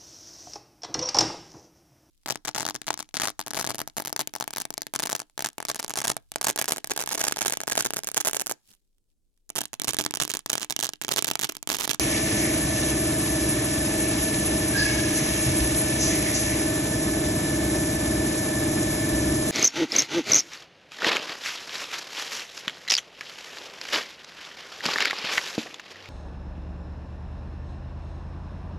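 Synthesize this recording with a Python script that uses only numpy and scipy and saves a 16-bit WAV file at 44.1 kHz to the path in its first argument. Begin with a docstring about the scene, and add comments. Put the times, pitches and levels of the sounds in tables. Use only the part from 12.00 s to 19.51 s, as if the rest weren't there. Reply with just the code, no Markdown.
"""A spindle bearing drones and whines, throbbing once a turn, as a CNC lathe cuts a small steel part.
Pump hum, fluttering machine tones, cabinet rumble and a hiss of air and coolant run throughout.
The edge shears with a dry hiss; the chip sizzles, rubs and rasps until the tool withdraws at 4.5-4.8 s.
Friction sets off one squeal near 2.8 s. The turret slide clunks softly near 3.5 s and at 7.1 s."""
import sys
import numpy as np
from scipy import signal
from scipy.fft import rfft, irfft, next_fast_len
from scipy.io import wavfile

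SR = 44100
rng = np.random.default_rng(int(sys.argv[2]) if len(sys.argv) > 2 else 0)


def pcm_store(signal):
    """Save signal as 16-bit PCM."""
    levels = np.round(np.clip(np.atleast_2d(signal), -1, 1) * 32767)
    wavfile.write(sys.argv[1], SR, levels.astype(np.int16).T)


N = 331191

# stereo image by frequency: f/Hz, left-right likeness/0-1, left lead/rad
STEREO_IMAGE = [(240, 1, 0), (320, .96, .3), (430, .85, .1), (620, .55, 1.25), (900, .4, 1.4),
                (1400, .2, 0), (1780, .88, 0), (2300, .35, .3), (3000, .35, 2.1), (3900, .2, .7),
                (4400, .35, 2.3), (4800, .97, 3.1), (5200, .55, 4.6), (5600, .99, 6.2), (6600, .99, 6.33),
                (7300, .65, 7.7), (8300, .999, 9.4), (9700, .999, 9.45), (10700, .72, 10.9),
                (11400, .92, 12.5)]
# bearing drone and whine: ball-pass multiple, sideband/spindle rates, level/dB, left-right/dB
BEARING_PARTIALS = [(1, -2, -53.0, 0), (0, 3, -47.8, 0), (1, -1, -46.5, 0), (1, 0, -48.0, 0),
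                    (1, 1, -49.0, 0), (1, 2, -45.6, 0), (2, -2, -50.3, 0), (1, 3, -48.3, 0),
                    (2, -1, -50.6, 0), (2, 0, -42.3, 0), (2, 1, -48.6, 0), (3, -3, -54.0, 0),
                    (2, 2, -53.4, 0), (3, -2, -41.4, 0), (3, -1, -36.3, -1), (3, 0, -32.6, 0),
                    (3, 1, -36.1, -2), (4, -3, -50.8, 1), (3, 2, -46.7, 0), (4, -2, -45.4, 0),
                    (3, 3, -46.5, 0), (4, -1, -48.8, -1), (4, 0, -56.1, -2), (4, 1, -52.2, 1),
                    (4, 2, -60.8, 12), (5, -1, -61.4, 1), (5, 0, -61.0, 3), (5, 1, -57.6, 0),
                    (6, -2, -52.2, 5), (5, 3, -55.5, 4), (6, -1, -39.6, 3), (6, 0, -47.0, -5),
                    (7, 0, -57.2, 6), (7, 1, -51.8, 1), (7, 2, -59.8, 12), (8, -1, -59.5, 4),
                    (8, 0, -55.0, 0), (8, 1, -60.5, 12), (10, 1, -59.5, -3), (12, 0, -58.4, 5),
                    (16, 1, -61.1, 6), (16, 2, -54.1, 2), (17, -2, -53.4, -5), (16, 3, -48.5, -5),
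                    (17, -1, -42.5, -1), (17, 0, -59.7, -2), (17, 2, -61.8, -2), (21, -1, -57.7, -4),
                    (21, 1, -59.0, -4), (22, 1, -58.8, 2)]
# housing's delay and smear of the throb: f/Hz, crest t/s, smear/rad
HOUSING_THROB = [(105, .006, .1), (210, .009, .8), (315, .029, .63), (630, .04, 1.2), (1786, .042, -.3)]
# mid-pitched machine tones, including one bearing sideband: f/Hz, level/dB, left-right/dB
MACHINE_TONES = [(550.3, -58.7, -2), (598.6, -60.3, 5), (615.3, -59.2, -12), (617.0, -60.4, 5),
                 (633.6, -51.6, -2), (638.1, -60.4, 3), (645.3, -46.7, 5), (651.8, -47.2, -5),
                 (698.4, -60.5, 1), (968.0, -59.6, 8), (1521.0, -57.9, 6), (1750.8, -58.6, -9),
                 (1756.4, -59.6, 0), (1768.1, -58.8, -1), (1777.8, -56.3, 0)]
# rush of bearings and fans: f/Hz, relative density/dB
RUSH_SPECTRUM = [(150, -13.5), (300, -5), (420, -7.5), (630, -8.5), (880, -12.5), (1150, -13.5),
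                 (1450, -17), (2300, -17.5), (4000, -18.5), (7000, -52)]
# hydraulic pump and motor hum: f/Hz, level/dB, left-right/dB
PUMP_TONES = [(56.8, -49.6, 0), (58.9, -52.7, 0), (66.1, -47.7, 0), (66.7, -43.7, 0), (99.8, -48.0, 0),
              (116.7, -41.2, 0), (133.4, -42.6, 0), (156.0, -52.3, 0), (183.4, -51.6, 0), (196.9, -48.4, 0),
              (199.5, -46.5, 0), (230.1, -51.8, 0), (234.4, -46.1, 0), (322.7, -50.2, -3),
              (434.6, -48.4, -2)]
# panel rumble: f/Hz, relative density/dB
RUMBLE_SPECTRUM = [(20, -26), (38, -23), (56, -0.5), (76, -6), (120, -0.5), (180, -4), (270, -4.5)]
# swell of hum and rumble: t/s, gain/dB
CABINET_SWELL = [(0, -1), (1.8, 0), (2.4, 0), (4.1, 0.5), (4.7, -2), (5.2, 2), (6.9, 0), (7.15, 2.5),
                 (7.5, 2)]
# air and coolant: f/Hz, relative density/dB
HISS_SPECTRUM = [(1500, -25), (3200, -9.5), (4400, -6.5), (5000, -3), (6000, -1), (7200, .7), (8600, 2),
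                 (9800, 3.8), (10800, 5), (11600, -2)]
# whistles in the hiss: f/Hz, width/Hz, level/dB
AIR_WHISTLES = [(2260, 330, -47), (5040, 180, -49), (6050, 220, -51), (7230, 130, -47), (7980, 140, -49),
                (8800, 100, -50)]
# shearing at the edge: f/Hz, relative density/dB
SHEAR_SPECTRUM = [(600, -29), (1400, -8.5), (2200, 0.5), (2800, -1), (4000, -5.5), (5000, -3), (6500, -0.5),
                  (10000, -39)]
# tool load, heard as shearing: t/s, level/dB
TOOL_LOAD = [(0, -31), (.45, -35.5), (.62, -37.5), (.87, -35), (1.15, -43), (1.4, -37.5), (1.9, -40),
             (2.1, -36.5), (2.68, -38.5), (2.85, -31), (3.1, -34.5), (3.5, -33.5), (3.75, -36.5),
             (4.0, -36.5), (4.56, -34)]
# chip sizzle: f/Hz, relative density/dB
SIZZLE_SPECTRUM = [(3500, -26), (6000, -17), (8000, -3), (9300, 0), (10900, .7), (11600, -7)]
# chip flicks that flare the sizzle: t/s, level/dB
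CHIP_FLICKS = [(.13, -37), (.3, -34), (.58, -33), (.88, -30), (1.17, -42), (2.02, -35), (2.23, -27),
               (2.47, -27), (2.85, -32), (3.18, -34), (3.57, -27), (3.68, -31), (3.79, -26), (4.05, -40),
               (4.4, -32)]
# chip catching on the tool: t/s, level/dB, rise/s, decay/s
CHIP_RUBS = [(.07, -42, .05, .11), (.39, -33.5, .04, .05), (.86, -39, .04, .05), (2.22, -39, .03, .036),
             (3.17, -31, .04, .045), (4.025, -24.5, 0.041, 0.1), (4.352, -26.5, .026, 0.061)]
# tool tip rings: f/Hz, width/Hz, level re rub/dB
TIP_RINGS = [(6080, 60, -6), (6400, 50, -18.5)]
# chip dragging over the holder: t/s, level/dB
CHIP_DRAGS = [(.14, -37), (.29, -39), (.44, -32.5), (3.2, -39), (4.13, -36), (4.29, -36.5), (4.53, -38.5)]
# holder modes stirred by the squeal: crest t/s, f/Hz, width/Hz, level/dB, decay/s
HOLDER_MODES = [(2.762, 1630, 58, -30, .035), (2.885, 2220, 30, -31, 0.065), (3.4, 2250, 340, -40, .12),
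                (2.798, 4560, 320, -31, 0.059), (2.794, 5020, 260, -29, 0.08)]
# turret slide knocks: t/s, level before attack/dB, f/Hz, t60/s
SLIDE_CLUNKS = [(3.455, -19, 117, 0.4), (3.48, -18.5, 133, 0.27), (3.48, -23, 93, 0.41),
                (3.6, -18, 58, 0.27), (3.69, -27.5, 113.5, 0.38), (7.121, -24, 62, 0.6)]

SPINDLE_HZ, BALL_PASS_HZ, MOTOR_HZ = 21.39, 105.043, 19.46
CUT_END_S, RETRACT_S = 4.78, 0.26
TIME_S = np.arange(N) / SR


def from_db(db):
    return 10 ** (np.asarray(db) / 20)


def unit_rms(x):
    return x / np.sqrt(np.mean(x ** 2) + 1e-20)


def at_hz(table, hz, column=1):
    """Table column on a log-frequency axis."""
    table = np.array(table)
    return np.interp(np.log(hz + 1e-9), np.log(table[:, 0]), table[:, column])


def cycle(hz, crest_s):
    return np.cos(2 * np.pi * hz * (TIME_S - crest_s))


def swell(crest_s, rise_s, decay_s):
    """Linear rise to 1, exponential decay."""
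    age_s = TIME_S - crest_s
    return np.clip(1 + age_s / rise_s, 0, 1) * np.exp(-np.maximum(age_s, 0) / decay_s)


def drift(rate_hz):
    """Twice low-passed noise, rms 1."""
    hop, settle = 100, 2000
    pole = np.exp(-2 * np.pi * hop * rate_hz / SR)
    white = rng.standard_normal(N // hop + settle + 2)
    slow = signal.lfilter([1], [1, -2 * pole, pole * pole], white)[settle:]
    return np.interp(np.arange(N) / hop, np.arange(len(slow)), unit_rms(slow))


def noise(gain_at):
    """Shaped stereo noise, rms 1."""
    size = next_fast_len(N, True)
    hz = np.fft.rfftfreq(size, 1 / SR)
    left, other = rfft(rng.standard_normal((2, size)))
    likeness = np.clip(at_hz(STEREO_IMAGE, hz), 0, 1)
    right = likeness * left + np.sqrt(1 - likeness ** 2) * other
    right *= np.exp(-1j * at_hz(STEREO_IMAGE, hz, column=2))
    return unit_rms(irfft(np.array([left, right]) * gain_at(hz), size)[:, :N])


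def coloured(spectrum):
    """Noise on a spectrum, rolled off past its last point."""
    top_hz = 1.05 * spectrum[-1][0]
    return noise(lambda hz: from_db(at_hz(spectrum, hz)) / np.sqrt(1 + (hz / top_hz) ** 40))


def resonance(centre_hz, width_hz):
    """Steep-sided noise band."""
    return noise(lambda hz: 1 / np.sqrt(1 + (2 * (hz - centre_hz) / width_hz) ** 4))


def partial(hz, level_db, pan_db, clock_s, phase_rad):
    """One stereo tone."""
    lag_rad = np.array([[0], [at_hz(STEREO_IMAGE, hz, column=2)]])
    gains = np.sqrt(2) * from_db([[level_db + pan_db / 2], [level_db - pan_db / 2]])
    return gains * np.sin(2 * np.pi * hz * clock_s + phase_rad - lag_rad)


def bearing(drone_gain, drone_top_hz=700, wow_s=2e-5, jitter_s=7e-6, flutter=0.082):
    """Balls roll over a worn spot that enters the loaded zone once a turn: throbbing harmonics."""
    clock_s = TIME_S + wow_s * drift(0.81) + jitter_s * drift(5.5)
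    multiples = sorted({row[0] for row in BEARING_PARTIALS})
    wavers = {multiple: 1 + flutter * drift(15) for multiple in multiples}
    out = 0
    for multiple, sideband, db, pan_db in BEARING_PARTIALS:
        centre_hz, shift_hz = multiple * BALL_PASS_HZ, sideband * SPINDLE_HZ
        smear_rad = at_hz(HOUSING_THROB, centre_hz, column=2) * sideband ** 2
        delay_rad = 2 * np.pi * shift_hz * at_hz(HOUSING_THROB, centre_hz)
        tone = partial(centre_hz + shift_hz, db, pan_db, clock_s, smear_rad - delay_rad)
        gain = drone_gain if centre_hz < drone_top_hz else 1
        out += gain * wavers[multiple] * tone
    return out


def spindle(beat_db=1.3, beat_period_s=0.525, motor_depth=0.13):
    """The drone beats slowly and throbs with the drive motor; drone and whine grow once unloaded."""
    unload_db = np.interp(TIME_S, [CUT_END_S, CUT_END_S + 1], [-0.4, 0.9])
    beat = from_db(beat_db * cycle(1 / beat_period_s, crest_s=4.11))
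    motor_throb = 1 + motor_depth * cycle(MOTOR_HZ, crest_s=0.032)
    return from_db(unload_db) * bearing(beat * motor_throb)


def shaft_tones(table, gain_db, wow_s, flutter):
    """Shaft angle wanders; each tone also wavers in level."""
    clock_s = TIME_S + wow_s * drift(0.94)
    out = 0
    for hz, db, pan_db in table:
        waver = 1 + flutter * drift(5.8)
        out += waver * partial(hz, db + gain_db, pan_db, clock_s, rng.uniform(0, 2 * np.pi))
    return out


def machine_tones():
    """Fluttering mid-pitched tones of the running machine."""
    return shaft_tones(MACHINE_TONES, gain_db=1.65, wow_s=5e-5, flutter=0.32)


def bearing_rasp(level_db=-49, depth=0.36):
    """Rough rolling contact rings just under the whine, throbbing once a turn."""
    throb = 1 + depth * cycle(SPINDLE_HZ, crest_s=HOUSING_THROB[-1][1])
    return from_db(level_db) * throb * resonance(centre_hz=1720, width_hz=136)


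def rush(level_db=-34, waver_db=1):
    """Broad noise of bearings and fans."""
    return from_db(level_db + waver_db * drift(18)) * coloured(RUSH_SPECTRUM)


def cabinet(rumble_db=-35, waver_db=1):
    """Panels rumble and pass on the pump's hum; both swell together."""
    pump = shaft_tones(PUMP_TONES, gain_db=0.3, wow_s=2.5e-4, flutter=0.085)
    rumble = from_db(rumble_db - waver_db * drift(18)) * coloured(RUMBLE_SPECTRUM)
    swell_db = np.interp(TIME_S, *np.transpose(CABINET_SWELL))
    return from_db(swell_db) * (pump + rumble)


def enclosure(x, wall_db, count=10):
    """Short sheet-metal echoes ripple the spectrum; rms 1."""
    lags = (rng.uniform(0.0016, 0.014, count) * SR).astype(int)
    echoes = sum(rng.choice([-1, 1]) * np.roll(x, lag, axis=1) for lag in lags)
    return unit_rms(x + from_db(wall_db) * echoes)


def air(hiss_db=-30.5, waver_db=1.1):
    """Air and coolant hiss, with faint whistles."""
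    hiss = from_db(hiss_db + waver_db * drift(24)) * enclosure(coloured(HISS_SPECTRUM), wall_db=-14)
    return hiss + sum(from_db(db) * resonance(hz, width_hz) for hz, width_hz, db in AIR_WHISTLES)


def grit(rate_per_s=70, spread_db=3.5, decay_s=0.002):
    """Crumbs snap off the chip at random, each a tiny scratch; rms 1."""
    snaps = rng.random(N) < rate_per_s / SR
    strengths = from_db(spread_db * np.minimum(rng.exponential(1, N), 3))
    envelope = signal.lfilter([1], [1, -np.exp(-1 / (decay_s * SR))], snaps * strengths + 1e-18)
    return unit_rms(envelope * resonance(centre_hz=4100, width_hz=3000))


def shearing(waver_db=0.85, grit_db=-8.5):
    """The edge shears steel: dry hiss and grit follow the load."""
    level_db = np.interp(TIME_S, *np.transpose(TOOL_LOAD)) + waver_db * drift(22)
    hiss = enclosure(coloured(SHEAR_SPECTRUM), wall_db=-5)
    return from_db(level_db) * (hiss + from_db(grit_db) * grit())


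def cutting(sizzle_db=-33.7, flicker_db=2, slip_db=2):
    """Shearing plus the sizzle of a chip curling off in tiny jerks, until the tool withdraws."""
    engaged = np.clip((CUT_END_S - TIME_S) / RETRACT_S, 0, 1)
    slips = from_db(slip_db * drift(37))
    edge = shearing()
    curl = from_db(sizzle_db + flicker_db * drift(17))
    flares = sum(from_db(db) * swell(at_s, rise_s=0.05, decay_s=0.04) for at_s, db in CHIP_FLICKS)
    chip = np.hypot(curl, flares) * slips * coloured(SIZZLE_SPECTRUM)
    return engaged * (edge + chip)


def rubs():
    """The chip catches, exciting a bright tool resonance and thin tip rings."""
    envelope = sum(from_db(db) * swell(at_s, rise_s, decay_s) for at_s, db, rise_s, decay_s in CHIP_RUBS)
    tool = resonance(centre_hz=6420, width_hz=2600)
    tip = sum(from_db(db) * resonance(hz, width_hz) for hz, width_hz, db in TIP_RINGS)
    return envelope * (tool + tip)


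def drags():
    """The chip drags over the holder: a lower rasp."""
    envelope = sum(from_db(db) * swell(at_s, rise_s=0.073, decay_s=0.078) for at_s, db in CHIP_DRAGS)
    return envelope * resonance(centre_hz=2090, width_hz=550)


def squeal(crest_s=2.79, rise_s=0.059, pitch_hz=1685, flat_hz=65, waver_hz=32, tone_db=-26, tail_db=-28.6):
    """Friction drives a tool mode up to pitch; it rattles out as the tool bounces on the work."""
    onset = np.clip(1 + (TIME_S - crest_s) / rise_s, 0, 1)
    glide_hz = pitch_hz - flat_hz * (1 - onset) + waver_hz * drift(54)
    phase_rad = 2 * np.pi * np.cumsum(glide_hz) / SR
    tone = from_db(tone_db) * swell(crest_s, rise_s, decay_s=0.045) * np.sin(phase_rad)
    rattle = 1 + 0.65 * cycle(hz=23, crest_s=2.908)
    tail = from_db(tail_db) * swell(crest_s, rise_s, decay_s=0.19) * resonance(pitch_hz, width_hz=85)
    return tone + rattle * tail


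def holder_ring(rise_s=0.034):
    """Holder modes ring with and after the squeal."""
    return sum(from_db(db) * swell(at_s, rise_s, decay_s) * resonance(hz, width_hz)
               for at_s, hz, width_hz, db, decay_s in HOLDER_MODES)


def clunks(contact_s=0.0063):
    """The heavy slide softly knocks low modes of the machine bed."""
    out = 0
    for at_s, db, hz, t60_s in SLIDE_CLUNKS:
        age_s = np.maximum(TIME_S - at_s, 0)
        attack = 1 - np.exp(-age_s / contact_s)
        out += from_db(db - 60 * age_s / t60_s) * attack * np.sin(2 * np.pi * hz * age_s)
    return out


def scene():
    """Running machine, cut and slide."""
    running = spindle() + machine_tones() + bearing_rasp() + rush()
    cut = cutting() + rubs() + drags() + squeal() + holder_ring()
    return running + cabinet() + air() + cut + clunks()


def record(dry):
    """Steep low-pass."""
    cutoff_hz = 11600
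    return signal.sosfilt(signal.ellip(12, 0.1, 90, cutoff_hz, fs=SR, output="sos"), dry)


dry = scene()
out = record(dry)
pcm_store(out)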